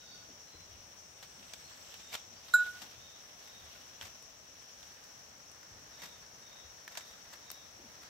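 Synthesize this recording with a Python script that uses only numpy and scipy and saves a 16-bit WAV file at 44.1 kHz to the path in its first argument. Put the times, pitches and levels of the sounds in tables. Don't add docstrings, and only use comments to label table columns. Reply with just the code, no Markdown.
import sys
import numpy as np
from scipy import signal
from scipy.fft import rfft, irfft, next_fast_len
from scipy.io import wavfile

SR = 44100
rng = np.random.default_rng(int(sys.argv[2]) if len(sys.argv) > 2 else 0)


def dump(signal):
    limited = np.clip(np.atleast_2d(signal).T, -1, 1)
    pcm = np.round(limited * 32767).astype(np.int16)
    wavfile.write(sys.argv[1], SR, pcm)


N = 356769
T = np.arange(N) / SR


# (frequency [Hz], level [dB per Hz])
AIR_SPECTRUM = [(20, -38), (35, -12.5), (75, -1), (130, -4.5), (200, -5.5), (380, -8.5), (580, -3.5),
                (1100, -8), (2200, -10.5), (4500, -13.5), (7000, -41.5), (9200, -27), (15000, -21)]
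# (frequency [Hz], nominal width [Hz], level [dB], balance [dB])
CHORUS_RESONANCES = [(5694, 670, -57, 6), (6630, 120, -73, 16), (7850, 470, -82, 18)]
# (time [s], frequency [Hz], level [dB])
SOLO_INSECT = [(0, 8600, -104), (1.0, 8600, -79), (1.499, 8000, -68.5), (1.75, 7640, -68), (2.1, 7400, -67),
               (2.4, 7350, -79), (3, 7260, -110)]
# (start [s], length [s], start pitch [Hz], end pitch [Hz], level [dB])
WHISTLES = [(.04, .16, 4530, 4515, -60), (.46, .15, 4080, 4075, -65), (1.63, .06, 4150, 4330, -65),
            (2.35, .04, 4700, 4850, -65)]
# (from [s], until [s])
CALL_BOUTS = [(-.05, .2), (1.95, 3.7), (5.91, 7.7)]
CALL_EVERY_S, CALL_DB = .495, -66
# (time [s], peak level [dB], frequency [Hz])
BUMPS = [(.284, -45.5, 246), (.539, -48, 367), (0.544, -47.5, 77.5), (.69, -52, 70), (1.369, -50, 166),
         (2.82, -47.5, 224), (2.949, -52, 80), (3.602, -54, 75.5), (4.02, -51, 90), (5.7, -51.5, 75),
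         (6.031, -50.5, 177), (6.64, -52.5, 62), (7.784, -46.5, 290), (7.834, -50, 220)]
BUMP_DECAY_S, BUMP_SHORTENING = 0.051, 0.68
# (frequency [Hz], level [dB], 60 dB decay time [s], balance [dB])
BELL_MODES = [(1452.5, -20.5, .37, -3), (1465.9, -13.8, .37, -2.4), (3797, -46, .28, -6),
              (3930, -44, .38, -8), (3915, -31, .06, -10), (4030, -36, .04, -9), (7217, -47, .22, 2),
              (7321, -33.5, .17, 4), (9140, -55, .2, -1), (9727, -46, .1, 3), (10213, -47.5, .11, 0),
              (11552, -46, .07, 0), (12425, -42, .12, 7), (13824, -42.5, .09, 2)]
# (time [s], strength [dB])
CLAPPER_CONTACTS = [(.025, -49), (.08, -50), (.14, -49), (.22, -49), (2.5372, 0), (3.745, -47)]
# (frequency [Hz], level [dB per Hz])
TICK_SPECTRUM = [(1000, -8), (3000, -9), (4900, 4), (6000, -4), (9000, -8), (14500, -15)]
SOFT_DULLING = .2
# (time [s], level relative to a firm tug [dB])
STIRRING = [(0, -5.5), (.36, -9), (.68, -5.5), (1.02, -12), (1.25, -3), (1.7, 0), (2.08, -0.5), (2.29, -10),
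            (2.55, 5), (3.1, -4.5), (3.7, -0.5), (4.38, -8), (4.82, -1.5), (5.45, -7), (6.05, -3.5),
            (6.72, -7), (7.05, 1), (7.48, -6.5), (8.09, -3)]
# (time [s], leafiness [dB])
LEAFINESS = [(0, 2), (1.6, 1), (3.7, 0), (4.7, 0), (5.4, -10), (8.09, -10)]
# (frequency [Hz], level [dB per Hz])
RUB_SPECTRUM = [(200, -15), (600, -1.5), (1200, 0.5), (1800, 3), (2500, -7.5), (5000, -3), (15000, -46)]
# (frequency [Hz], level [dB per Hz])
BRUSH_SPECTRUM = [(500, -15), (1800, -8), (2700, 5.5), (3400, 5.5), (5000, -3), (8000, -22), (15000, -14)]
# (frequency [Hz], level [dB per Hz])
CRACKLE_SPECTRUM = [(600, -15.5), (3000, 0), (7500, 3), (9500, -2), (14500, 3), (16000, -11)]
RIBS_PER_S, RIB_DB, RIB_HZ, RIB_S = 2.2, -46.5, 3200, 0.0044
# (hardest pull [s], level [dB], stem resonance [Hz], dying time [s])
TORN_LEAVES = [(2.145, -39, 2730, 0.02), (2.845, -52, 3500, 0.016), (4.042, -44.5, 2340, 0.029),
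               (6.035, -48, 2100, 0.043), (6.921, -53, 1700, 0.023), (7.337, -50, 1600, .016),
               (8.03, -55, 1500, .018)]
TEAR_RISE_SHARE, TEAR_SPLINTER_DB, TEAR_PAN_DB = 0.83, 7, 2
# (time [s], peak level [dB], stem resonance [Hz], breaking time [s], balance [dB])
BREAKING_STEMS = [(1.227, -42, 3500, 0.016, 2), (1.535, -35, 5200, 0.0058, 6),
                  (1.537, -31, 3380, 0.0014, -9), (1.941, -36, 3000, .003, -2),
                  (2.129, -31, 2470, 0.0026, -1), (2.152, -21.5, 3240, .0008, -7),
                  (2.484, -41.5, 4200, .004, 0), (2.663, -41, 2780, .0068, 3),
                  (2.8179, -37.5, 4200, .012, 6), (3.475, -45.5, 2000, .006, 13),
                  (4.0125, -29, 3200, 0.0012, -2), (4.021, -35.5, 1580, 0.0027, 0),
                  (4.829, -41.5, 3970, .003, 2), (5.514, -48, 9000, .004, 3), (5.63, -43, 1490, 0.0027, 3),
                  (6.0194, -37.5, 1620, 0.0032, -5), (6.8779, -33, 1680, 0.0037, 0),
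                  (6.9532, -37.5, 1800, 0.0047, 0), (6.9724, -31, 1730, 0.0032, -8),
                  (6.9733, -31, 5940, 0.0088, 3.5), (7.5024, -30, 5100, 0.002, 8),
                  (7.515, -28.5, 13900, .0018, -2)]
# (frequency [Hz], level [dB per Hz])
SPLINTER_SPECTRUM = [(150, -15), (700, 8.5), (1600, 6.5), (5500, 4.5), (8000, -1.5), (9500, -10),
                     (14500, 0), (16000, -29)]
SPLINTERY_S, SPLINTER_DB_PER_DOUBLING = .0045, 3
# (frequency [Hz], balance [dB])
MICROPHONE_BALANCE = [(1500, -0.5), (3500, -0.5), (5500, -3.5), (7500, 9), (10000, 5.5), (14000, -1)]
TOP_HZ = 15700


def undb(db):
    return 10 ** (np.asarray(db) / 20)


def unit(x):
    return x / np.sqrt(np.mean(x ** 2))


def curve(points, at=T):
    return np.interp(at, *np.transpose(points))


def pan(db):
    gains = undb(np.array([[db], [-db]]) / 2)
    return gains / gains.mean()


def add(out, start, x):
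    i = int(round(start * SR))
    x, i = x[:, max(-i, 0):], max(i, 0)
    out[:, i:i + x.shape[1]] += x[:, :N - i]


def colour(x, points):
    size = next_fast_len(x.shape[-1])
    hz, db = np.transpose(points)
    f = np.arange(size // 2 + 1) * SR / size
    gain = undb(np.interp(np.log(f + 1), np.log(hz), db))
    return irfft(rfft(x, size) * gain, size)[..., :x.shape[-1]]


def resonate(x, hz, width):
    b, a = signal.iirpeak(hz, hz / min(width, SR / 4), fs=SR)
    return signal.lfilter(b, a, x)


def walk(rate):
    knots = rng.standard_normal(int(rate * N / SR) + 2)
    return np.interp(T * rate, np.arange(len(knots)), knots)


def noise_pair(size, likeness):
    mid, side = rng.standard_normal((2, size))
    c = np.clip(likeness, 0, 1)
    return (np.sqrt(1 + c) * mid + np.sqrt(1 - c) * np.array([side, -side])) / np.sqrt(2)


def scatter(x, t60):
    tail = rng.standard_normal((2, SR)) * np.exp(-np.log(1000) * T[:SR] / t60)
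    return signal.fftconvolve(x, unit(tail) / np.sqrt(SR), axes=1)[:, :N]


def air(level_db=-59.0, merge_hz=480):
    low = signal.butter(2, merge_hz, fs=SR, output="sos")
    high = signal.butter(2, merge_hz, "high", fs=SR, output="sos")
    bass = pan(4) * signal.sosfilt(low, noise_pair(N, likeness=.82)) * undb(1.1 * walk(6))
    diffuse = pan(1.5) * signal.sosfilt(high, noise_pair(N, likeness=0.01)) * undb(0.68 * walk(4.3))
    return unit(colour(bass + diffuse, AIR_SPECTRUM)) * undb(level_db)


def cicada_chorus(flutter_db=1.08, lag_s=.00037):
    out = 0
    for hz, nominal_width, db, pan_db in CHORUS_RESONANCES:
        width = 1.13 * nominal_width
        drone = unit(resonate(resonate(noise_pair(N, likeness=0.1), hz, width), hz, width))
        level_db = db + flutter_db * walk(45) + .5 * walk(3.6)
        out = out + pan(pan_db) * drone * undb(level_db)
    return np.array([np.roll(out[0], int(lag_s * SR)), out[1]])


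def solo_insect(width_hz=300):
    s, *columns = np.transpose(SOLO_INSECT)
    hz, db = (np.interp(T, s, column) for column in columns)
    low = signal.butter(2, width_hz, fs=SR, output="sos")
    rasp = unit(signal.sosfilt(low, rng.standard_normal((2, N))))
    carrier = np.sin(2 * np.pi * np.cumsum(hz) / SR)
    return pan(12) * rasp * carrier * undb(db)


def whistle(length, pitches_hz, waver=0.0039):
    u = np.linspace(0, 1, int(length * SR))
    glide_hz = np.interp(u, np.linspace(0, 1, len(pitches_hz)), pitches_hz)
    hz = glide_hz * (1 + waver * walk(91.3)[:len(u)])
    swell = np.sqrt(2 * np.abs(np.sin(np.pi * u)))
    return swell * np.sin(2 * np.pi * np.cumsum(hz) / SR)


def birds(call_s=0.25, drop_s=0.106, drop_after_s=0.14, drop_db=-5):
    out = np.zeros((2, N))
    for start, length, from_hz, to_hz, db in WHISTLES:
        add(out, start, pan(0) * whistle(length, [from_hz, to_hz]) * undb(db))
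    for first, until in CALL_BOUTS:
        for start in np.arange(first, until, CALL_EVERY_S):
            note = whistle(call_s, [3700, 3720, 3760], waver=.034)
            ending = whistle(drop_s, [3500, 3330], waver=0.0315)
            add(out, start, pan(-1.0) * note * undb(CALL_DB))
            add(out, start + drop_after_s, pan(-1) * ending * undb(CALL_DB + drop_db))
    return 0.64 * out + 1.44 * scatter(out, t60=0.46)


def thuds(crest_db=-6, rise_s=0.0051):
    out, t = np.zeros((2, N)), T[:SR // 2]
    for start, db, hz in BUMPS:
        decay_s = BUMP_DECAY_S * (100 / hz) ** BUMP_SHORTENING
        width = 0.72 * hz
        body = unit(resonate(resonate(rng.standard_normal(len(t)), hz, width), hz, width))
        envelope = (1 - np.exp(-t / rise_s)) * np.exp(-t / decay_s)
        add(out, start, pan(4.6) * body * envelope * undb(db + crest_db))
    return out


def bell(cup_hz=1415, cup_width_hz=140, mouth_width_hz=500, attack_s=0.00073, tick_db=-43, tick_s=0.016):
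    out, t = np.zeros((2, N)), T[:SR]
    for start, strength_db in CLAPPER_CONTACTS:
        dull_db = -strength_db * SOFT_DULLING
        for hz, db, t60, pan_db in BELL_MODES:
            decay = np.exp(-np.log(1000) * t / t60)
            ring = np.sin(2 * np.pi * hz * t) * (1 - np.exp(-t / attack_s)) * decay
            if hz < 2 * cup_hz:
                ring = resonate(resonate(ring, cup_hz, cup_width_hz), cup_hz, mouth_width_hz)
            octaves = np.log2(hz / BELL_MODES[0][0])
            add(out, start, pan(pan_db) * ring * undb(db + strength_db - dull_db * octaves))
        tick = unit(colour(noise_pair(len(t), likeness=.4), TICK_SPECTRUM)) * np.exp(-t / tick_s)
        add(out, start, tick * undb(tick_db + strength_db))
    return out


def grains(rate, spread_db, smear_s):
    sizes = undb(spread_db * np.minimum(rng.exponential(size=N), 3.5))
    ticks = sizes * (rng.random(N) < rate / SR)
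    energy = signal.lfilter([1], [1, -np.exp(-1 / (smear_s * SR))], ticks ** 2)
    return unit(np.sqrt(energy) * noise_pair(N, likeness=0.039))


def leaves(rub_db=-62.0, brush_db=-62, crackle_db=-66, stem_share=0.32, crackle_growth=1.6, uneven_db=0.9):
    stir, leafy = curve(STIRRING), curve(LEAFINESS)
    rubbing = unit(colour(grains(rate=830, spread_db=5.5, smear_s=0.0054), RUB_SPECTRUM))
    sliding = unit(colour(grains(rate=430, spread_db=5.0, smear_s=0.012), BRUSH_SPECTRUM))
    ticking = unit(colour(grains(rate=420, spread_db=1.0, smear_s=0.00445), CRACKLE_SPECTRUM))
    rubbing = rubbing * undb(rub_db + stir - stem_share * leafy)
    sliding = sliding * undb(brush_db + stir + leafy)
    ticking = ticking * undb(crackle_db + crackle_growth * stir)
    return (pan(0) * rubbing + pan(-2.6) * sliding + pan(0.72) * ticking) * undb(uneven_db * walk(14))


def fibres(force, hz, bright_db, stem_width=0.58, likeness=0.28):
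    width = stem_width * hz
    stem = unit(resonate(resonate(noise_pair(len(force), likeness), hz, width), hz, width))
    splinters = unit(colour(noise_pair(len(force), likeness), SPLINTER_SPECTRUM))
    return unit((stem + undb(bright_db) * splinters) * force) * np.sqrt(np.mean(force ** 2))


def snap(hz, break_s, tail_s=.044, tail_db=-22, crest_db=-6, clean_s=0.0019, ring_s=0.001):
    t = T[:SR // 6]
    force = np.exp(-t / break_s) + undb(tail_db) * np.exp(-t / tail_s)
    burst = fibres(force, hz, SPLINTER_DB_PER_DOUBLING * np.log2(break_s / SPLINTERY_S))
    clean = np.exp(-(break_s / clean_s) ** 2)
    click = 2 * np.sin(2 * np.pi * hz * t) * np.exp(-t / ring_s)
    return (clean * click + (1 - .5 * clean) * burst) * undb(crest_db)


def ribs(spread_db=2, spread_octaves=0.75, pan_spread_db=3):
    out = np.zeros((2, N))
    for slot in np.arange(0, N / SR - 1 / RIBS_PER_S, 1 / RIBS_PER_S):
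        start = slot + rng.random() / RIBS_PER_S
        size, pitch, side = rng.standard_normal(3)
        hz = min(RIB_HZ * 2 ** (spread_octaves * pitch), SR / 4)
        level_db = RIB_DB + curve(STIRRING, start) + spread_db * size
        add(out, start, pan(pan_spread_db * side) * snap(hz, RIB_S) * undb(level_db))
    return out


def tears(jerks_per_s=220, jerk_db=4):
    out, lead = np.zeros((2, N)), T[SR // 6]
    t = T[:SR // 3] - lead
    for peak, db, hz, dying_s in TORN_LEAVES:
        pull = np.exp(np.minimum(t / (TEAR_RISE_SHARE * dying_s), -t / dying_s))
        jerks = unit(undb(jerk_db * walk(jerks_per_s)[:len(t)]))
        rip = fibres(pull * jerks, hz, TEAR_SPLINTER_DB)
        add(out, peak - lead, pan(TEAR_PAN_DB) * rip * undb(db))
    return out


def snaps():
    out = np.zeros((2, N))
    for start, db, hz, break_s, pan_db in BREAKING_STEMS:
        add(out, start, pan(pan_db) * snap(hz, break_s) * undb(db))
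    return out


def scene(forest_db=-24, bell_echo_db=-31):
    background = air() + cicada_chorus() + solo_insect() + birds()
    clink = bell()
    feeding = thuds() + leaves() + ribs() + tears() + snaps()
    echo = scatter(undb(forest_db) * feeding + undb(bell_echo_db) * clink, t60=0.46)
    return background + echo + clink + feeding


def record(dry):
    hz, db = np.transpose(MICROPHONE_BALANCE)
    ports = [colour(x, np.c_[hz, sign * db / 2]) for x, sign in zip(dry, (1, -1))]
    top_cut = signal.ellip(8, .2, 70, TOP_HZ, fs=SR, output="sos")
    return signal.sosfilt(top_cut, ports)


dry = scene()
out = record(dry)
dump(out)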